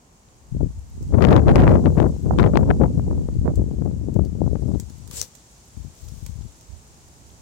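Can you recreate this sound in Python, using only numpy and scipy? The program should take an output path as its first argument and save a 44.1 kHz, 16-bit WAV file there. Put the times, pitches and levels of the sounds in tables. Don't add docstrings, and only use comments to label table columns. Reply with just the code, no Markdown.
import sys
import numpy as np
from scipy import signal
from scipy.fft import rfft, irfft, next_fast_len
from scipy.io import wavfile
from scipy.ndimage import uniform_filter1d, minimum_filter1d, map_coordinates

SR = 44100
rng = np.random.default_rng(int(sys.argv[2]) if len(sys.argv) > 2 else 0)


def generate_wav(signal):
    frames = np.transpose(np.atleast_2d(signal))
    scaled = np.clip(frames, -1, 1) * 32767
    pcm = np.round(scaled).astype(np.int16)
    wavfile.write(sys.argv[1], SR, pcm)


N = 326781

# (time [s], rumble level [dB], relative hiss level [dB])
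BACKGROUND_LEVELS = [(0.0, -54, -65.5), (1.75, -53.5, -58.5), (4.23, -53, -63.5), (4.97, -53.5, -58),
                     (7.41, -52, -59)]
# (frequency [Hz], relative spectral density [dB])
RUMBLE_SPECTRUM = [(20, -26), (50, 4), (150, -4), (300, -9.5), (600, -14.5), (900, -13.5), (1600, -23.5),
                   (3000, -29), (8000, -72)]
# (frequency [Hz], correlation [-1 to 1])
RUMBLE_CORRELATION = [(60, 1), (290, 0.95), (640, 0.3), (1400, -0.41), (3000, 0.079)]
# (frequency [Hz], relative spectral density [dB])
HISS_SPECTRUM = [(500, -7.5), (2000, -9), (3500, -6.5), (5000, -3.5), (6800, 2), (8000, -1.5),
                 (10000, -10.5), (13000, -15), (15500, -15.5)]
# (time [s], relative left level [dB], relative right level [dB])
BREEZE_LEVELS = [(0.0, -73, -62), (0.42, -52.5, -66), (0.56, -44, -26), (0.88, -43.5, -42.5),
                 (1.02, -30, -25.5), (1.38, -13, -20.5), (1.79, -17, -18), (2.12, -22.5, -22),
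                 (2.21, -27, -35), (2.26, -16, -24), (2.57, -22, -17), (3.3, -23, -26.5),
                 (4.09, -23, -30.5), (4.76, -25.5, -36.5), (4.91, -36, -56), (5.22, -37.5, -64),
                 (5.3, -61, -74), (7.41, -54.5, -46)]
# (start [s], hold [s], relative left level [dB], relative right level [dB], churn [ratio])
GUST_EVENTS = [(0.539, 0.13, -21.5, -33, 0.49), (0.616, .022, -17.5, -40, 0.77),
               (0.772, .025, -28.5, -33, 0.37), (1.137, .055, -10, -42, 1.17),
               (1.222, .028, -7.5, -29.5, 2.1), (1.288, .085, -8.5, -12.5, 1.7),
               (1.479, 0.034, -8.5, -10.5, 1.6), (1.561, .085, -10, -11.5, 1.81),
               (1.673, .085, -9.5, -12.5, 1.24), (1.86, 0.017, -8.5, -16, 0.71),
               (1.975, 0.084, -11.5, -25.5, 1.35), (2.311, 0.042, -32, -15.5, 1.02),
               (2.395, .072, -10, -18, 1.66), (2.538, 0.094, -13, -41, 1.1),
               (2.691, 0.018, -12, -15.5, 1.3), (2.811, 0.024, -8.5, -24, 0.87),
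               (2.976, .015, -14.5, -33, 0.62), (3.072, 0.132, -21.5, -23, 1.02),
               (3.37, .055, -17.5, -24, 0.22), (3.458, 0.038, -34, -14.5, 1.6),
               (3.577, 0.031, -13, -20, .55), (3.788, 0.102, -21, -36, .85),
               (4.164, 0.058, -13.5, -33, 0.68), (4.415, 0.066, -16.5, -30, 0.68),
               (4.512, 0.045, -21, -34, 0.88), (4.627, .135, -20, -34, 0.84),
               (5.772, 0.085, -30.5, -62, 0.89), (6.034, 0.14, -33, -63, 0.53),
               (6.228, 0.22, -29.5, -58, 0.6), (6.705, .04, -53, -31.5, .35)]
# (frequency [Hz], relative gain [dB])
PORT_RESPONSE = [(15, -39), (28, -45), (40, -11.5), (60, 1.5), (100, -2), (250, -7), (500, -11.5),
                 (1000, -19), (3000, -30), (15000, -25.5)]
# (time [s], relative peak [dB], corner [Hz], port [0 left, 1 right])
STRONG_EDDIES = [(0.525, -17, 67, 0), (0.632, -10, 197, 0), (1.2241, -1, 2750, 0), (1.2415, -1, 2850, 0),
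                 (1.2505, -3, 2820, 0), (1.288, -11, 2400, 0), (1.3294, 0, 2202, 0), (1.3648, -4, 3500, 0),
                 (1.3779, -9, 1950, 0), (1.4928, -7, 2400, 0), (1.558, -2.5, 7000, 0),
                 (1.6696, -4, 1500, 0), (1.8586, -9.5, 1940, 0), (1.8671, -8, 1400, 0),
                 (1.982, -16, 2090, 0), (2.002, -6, 2268, 0), (2.3102, -9.5, 448, 1),
                 (2.3879, 1.5, 2730, 0), (2.3982, 11, 2011, 0), (2.4405, -8, 1220, 0),
                 (2.5573, -4.5, 1800, 0), (2.5731, -4, 3200, 0), (2.7051, -6, 1110, 0),
                 (2.711, -6, 1100, 0), (2.9967, -20, 730, 0), (3.112, -20, 710, 1), (3.4786, -9.5, 665, 1),
                 (4.0859, -13, 350, 0), (4.1931, -5, 210, 0), (4.4178, -8, 270, 0), (4.4774, -14.5, 380, 0),
                 (4.532, -12.5, 203, 0), (4.758, -13.5, 150, 0)]
# (time [s], relative peak [dB], left minus right [dB], resonance [Hz])
SNAP_EVENTS = [(1.0258, -46, 3, 6000), (3.5564, -35.5, 5, 7470), (4.141, -42.5, 7, 7020),
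               (4.249, -43.5, 4.5, 4730), (4.799, -27.5, 1.5, 7300), (4.8979, -40.5, -2, 6470),
               (5.0762, -37.5, -9, 9200), (5.112, -28.5, 0, 1190), (5.2146, -12.5, 9, 5880),
               (5.2262, -25, 8, 5800), (5.351, -40.5, -9, 6720), (6.0844, -40.5, -4, 6000),
               (6.2635, -30, -4, 2200), (6.6102, -42, 0, 5760)]
# (frequency [Hz], relative spectral density [dB])
SNAP_SPECTRUM = [(300, -6.5), (1000, -8.5), (2200, -13.5), (5000, -4.5), (7000, -1.5), (8500, -4),
                 (10500, -9.5), (15500, -9)]
# (start [s], hold [s], relative level [dB])
SPRIG_STROKES = [(5.135, 0.036, -38.5), (5.172, 0.0036, -29), (5.194, 0.011, -32.5), (5.223, .006, -37.5),
                 (5.964, 0.35, -56.5)]
# (frequency [Hz], relative spectral density [dB])
SPRIG_SPECTRUM = [(200, -28), (480, 7), (750, -10), (1400, -11), (2200, -9.5), (3600, -4.5), (5900, -3),
                  (8000, -0.5), (10000, -8), (15500, -8)]
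# (time [s], tip weight [ratio], base weight [ratio])
NEEDLE_RINGING = [(5.13, 0, 0), (5.175, 1, 0.049), (5.205, 0.25, 1), (5.26, 0.036, 0.17)]

CALM_HZ = 55.8
GROWTH_HZ = (1100, 1462)
LOW_CUT_HZ, TOP_HZ = 22, 15950


def amp(db):
    return 10 ** (np.asarray(db) / 20)


def unit(x):
    return x / np.sqrt(np.mean(x ** 2) + 1e-20)


def along(points, hz):
    frequencies, values = np.transpose(points)
    return np.interp(np.log(hz + 1), np.log(frequencies + 1), values)


def curves(rows):
    times, *columns = np.transpose(rows)
    return [np.interp(np.arange(N) / SR, times, column) for column in columns]


def filtered(x, response):
    size = next_fast_len(N + 8192, True)
    return irfft(rfft(x, size) * response(np.fft.rfftfreq(size, 1 / SR)), size)[..., :N]


def coloured(x, spectrum):
    return unit(filtered(x, lambda hz: amp(along(spectrum, hz))))


def distant_rumble():
    def balance(hz):
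        angle = np.arccos(np.clip(along(RUMBLE_CORRELATION, hz), -1, 1)) / 2
        return np.array([np.cos(angle), np.sin(angle)])
    mid, side = filtered(rng.standard_normal((2, N)), balance)
    return coloured(np.array([mid + side, mid - side]), RUMBLE_SPECTRUM)


def crinkles(pitch_hz, pitch_spread, decay_s, spread_db, count=900):
    t = np.arange(SR // 100) / SR
    samples = rng.integers(0, N - len(t), (count, 1)) + np.arange(len(t))
    pitch, size, pan = rng.standard_normal((count, 3)).T[:, :, None]
    hz = np.minimum(pitch_hz * np.exp(pitch_spread * pitch), TOP_HZ)
    grains = np.sin(2 * np.pi * hz * t) * np.exp(-t / decay_s)
    panned = [grains * amp(spread_db * size + pan_db * pan) for pan_db in (3, -3)]
    return unit(np.array([np.bincount(samples.ravel(), side.ravel(), N) for side in panned]))


def garden(hiss_db, crinkle_db):
    rumble_level, hiss_level = curves(BACKGROUND_LEVELS)
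    rumble = distant_rumble()
    hiss = amp(hiss_db) * coloured(rng.standard_normal((2, N)), HISS_SPECTRUM)
    foliage = amp(crinkle_db) * crinkles(pitch_hz=7300, pitch_spread=0.285, decay_s=0.00063, spread_db=3)
    return amp(rumble_level) * rumble + amp(hiss_level) * (hiss + foliage)


def swells(starts, holds, rise_db_per_s, fall_db_per_s):
    t = np.arange(N) / SR
    down_db = [np.maximum(rise_db_per_s * (start - t), fall_db_per_s * (t - start - hold))
               for start, hold in zip(starts, holds)]
    return 10 ** (-np.clip(down_db, 0, 120) / 10)


def airflow():
    starts, holds, left_db, right_db, churns = np.transpose(GUST_EVENTS)
    shapes = swells(starts, holds, rise_db_per_s=556, fall_db_per_s=270.5)
    flows = []
    for breeze_db, gust_db, growth_hz in zip(curves(BREEZE_LEVELS), (left_db, right_db), GROWTH_HZ):
        breeze, gusts = amp(breeze_db) ** 2, amp(gust_db) ** 2
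        power = breeze + gusts @ shapes
        churn = (breeze + (churns * gusts) @ shapes) / power
        corner_hz = churn * (CALM_HZ + growth_hz * np.sqrt(power))
        flows.append((10 * np.log10(power), corner_hz))
    return flows


def wobble(knots_per_s):
    knots = rng.standard_normal(int(N * knots_per_s / SR) + 4)
    return unit(map_coordinates(knots, [np.arange(N) * knots_per_s / SR]))


def viscous(hz, corner_hz, fizz_db=-26, fizz_hz=2200):
    slowness = 1 / (1 + corner_hz / 450)
    fizz = amp(fizz_db) / (1 + (fizz_hz / corner_hz) ** 3)
    return np.exp(-(hz / (corner_hz * (1 + slowness))) ** (1 + slowness)) + fizz


def steadied(x, window_s):
    power = np.abs(uniform_filter1d(x ** 2, int(window_s * SR)))
    return x / np.sqrt(power + 1e-4)


def buffeting(level_db, corner_hz, flutter, scatter, rate_at_400_hz, spread_db, trim_db, bands=9):
    corner_hz = np.maximum(corner_hz, 40)
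    eddies_per_s = rate_at_400_hz * corner_hz / 400
    arrivals = rng.random(N) < eddies_per_s / SR
    strikes = arrivals * rng.choice([-1, 1], N) * amp(spread_db * rng.standard_normal(N))
    log_corner = np.log(corner_hz) + flutter * wobble(170) + scatter * rng.uniform(-0.48, 1, N)
    log_steps = np.linspace(np.log(40), np.log(6000), bands)
    pressure = np.zeros(N)
    for step, selector in zip(log_steps, np.eye(bands)):
        share = np.interp(log_corner, log_steps, selector)
        pressure += filtered(strikes * share, lambda hz: viscous(hz, np.exp(step)))
    return amp(level_db + trim_db) * steadied(coloured(pressure, PORT_RESPONSE), window_s=0.043)


def pops(eddies, body_hz, ragged, wake_s, gain_db, size=2048):
    out, hz = np.zeros((2, N + SR)), np.fft.rfftfreq(size, 1 / SR)
    t = (np.arange(size) - size // 2) / SR
    band_pass = 1j * hz / (body_hz + 1j * hz) ** 2
    for time, peak_db, corner_hz, side in eddies:
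        wake = rng.standard_normal(size) * np.exp(-np.abs(t) / wake_s)
        push = (t == 0) + ragged * wake / np.linalg.norm(wake)
        front = irfft(rfft(push) * viscous(hz, corner_hz) * band_pass)
        front *= rng.choice([-1, 1]) / np.abs(front).max()
        start = round(time * SR) - size // 2
        out[int(side), start:start + size] += amp(peak_db + gain_db) * front
    return out[:, :N]


def stray_eddies(flows, max_per_s, onset_hz, offset_db, spread_db, finer, count=400):
    eddies = []
    max_chance = max_per_s * (N / SR - 2) / count
    for side, (level_db, corner_hz) in enumerate(flows):
        for when, chance, weakness, fineness in rng.random((count, 4)):
            i = int(SR + when * (N - 2 * SR))
            if chance < max_chance / (1 + (onset_hz / corner_hz[i]) ** 6):
                peak_db = level_db[i] + offset_db - spread_db * weakness
                eddies.append((i / SR, peak_db, corner_hz[i] * finer * (0.5 + fineness), side))
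    return eddies


def wind():
    flows = airflow()
    left = buffeting(*flows[0], flutter=0.32, scatter=0.68, rate_at_400_hz=2000,
                     spread_db=3.5, trim_db=0.5)
    right = buffeting(*flows[1], flutter=0.24, scatter=0.28, rate_at_400_hz=2400,
                      spread_db=4.5, trim_db=-2)
    loud = pops(STRONG_EDDIES, body_hz=370, ragged=0.85, wake_s=0.0013, gain_db=3.5)
    strays = stray_eddies(flows, max_per_s=53, onset_hz=647.4, offset_db=-3.5, spread_db=5, finer=2)
    lesser = pops(strays, body_hz=380, ragged=0.77, wake_s=0.00079, gain_db=6)
    return np.array([left, right]) + loud + lesser


def impulse_response(spectrum, size=1024):
    magnitude = amp(along(spectrum, np.fft.rfftfreq(size, 1 / SR)))
    cepstrum = irfft(np.log(magnitude))
    fold = 1 + np.sign(size // 2 - np.arange(size))
    fold[0] = 1
    response = irfft(np.exp(rfft(cepstrum * fold)))
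    return response / np.linalg.norm(response)


def resonance(x, hz, q):
    return signal.lfilter(*signal.iirpeak(hz, q, fs=SR), x)


def stalk_ticks(crack_t60, brittle, shiver_t60, shiver_db, ring_q, dry_share, width, gain_db):
    out, t = np.zeros((2, N + SR)), np.arange(SR // 6) / SR
    colour = impulse_response(SNAP_SPECTRUM)[None]
    for time, peak_db, pan_db, hz in SNAP_EVENTS:
        softness = amp(-brittle * peak_db)
        crack = amp(-60 * t / (crack_t60 * softness))
        shiver = softness * amp(shiver_db - 60 * t / shiver_t60) * rng.standard_normal(len(t)) ** 2
        noise = rng.standard_normal(len(t)) + width * rng.standard_normal((2, len(t)))
        burst = (crack + shiver) * noise
        snap = signal.fftconvolve(dry_share * burst + resonance(burst, hz, ring_q), colour, axes=1)
        snap /= np.abs(snap).max(axis=1, keepdims=True)
        pan = amp([[pan_db / 2], [-pan_db / 2]])
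        start = round(time * SR)
        out[:, start:start + snap.shape[1]] += amp(peak_db + gain_db) * pan * snap
    return out[:, :N]


def sprig_brush(catches_per_s, smooth_share, pan_db, tip_hz, base_hz, ring_q, dry_share):
    starts, holds, level_db = np.transpose(SPRIG_STROKES)
    shapes = swells(starts, holds, rise_db_per_s=557, fall_db_per_s=430)
    envelope = np.sqrt(amp(level_db) ** 2 @ shapes)
    catches = unit((rng.random((2, N)) < catches_per_s / SR) * rng.standard_normal((2, N)))
    scrape = coloured(catches + smooth_share * rng.standard_normal((2, N)), SPRIG_SPECTRUM)
    tip, base = (unit(resonance(scrape, hz, ring_q)) for hz in (tip_hz, base_hz))
    tip_share, base_share = curves(NEEDLE_RINGING)
    needles = dry_share * scrape + tip_share * tip + base_share * base
    needles /= dry_share + tip_share + base_share
    flicker = amp(wobble(160))
    return envelope * flicker * needles * amp([[pan_db / 2], [-pan_db / 2]])


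def scene():
    ticks = stalk_ticks(crack_t60=0.0043, brittle=0.36, shiver_t60=0.15, shiver_db=-31.5,
                        ring_q=7.3, dry_share=0.58, width=1.53, gain_db=3.5)
    sprig = sprig_brush(catches_per_s=4400, smooth_share=0.51, pan_db=6,
                        tip_hz=7500, base_hz=5740, ring_q=6.4, dry_share=0.84)
    return garden(hiss_db=3.5, crinkle_db=-9) + wind() + ticks + sprig


def record(dry):
    pressure = filtered(dry, lambda hz: hz ** 4 / (hz ** 4 + LOW_CUT_HZ ** 4))
    needed_gain = np.minimum(1, 0.9 / (np.abs(pressure) + 1e-9))
    gain = uniform_filter1d(minimum_filter1d(needed_gain, size=120), size=120)
    return filtered(pressure * gain, lambda hz: hz < TOP_HZ)


dry = scene()
out = record(dry)
generate_wav(out)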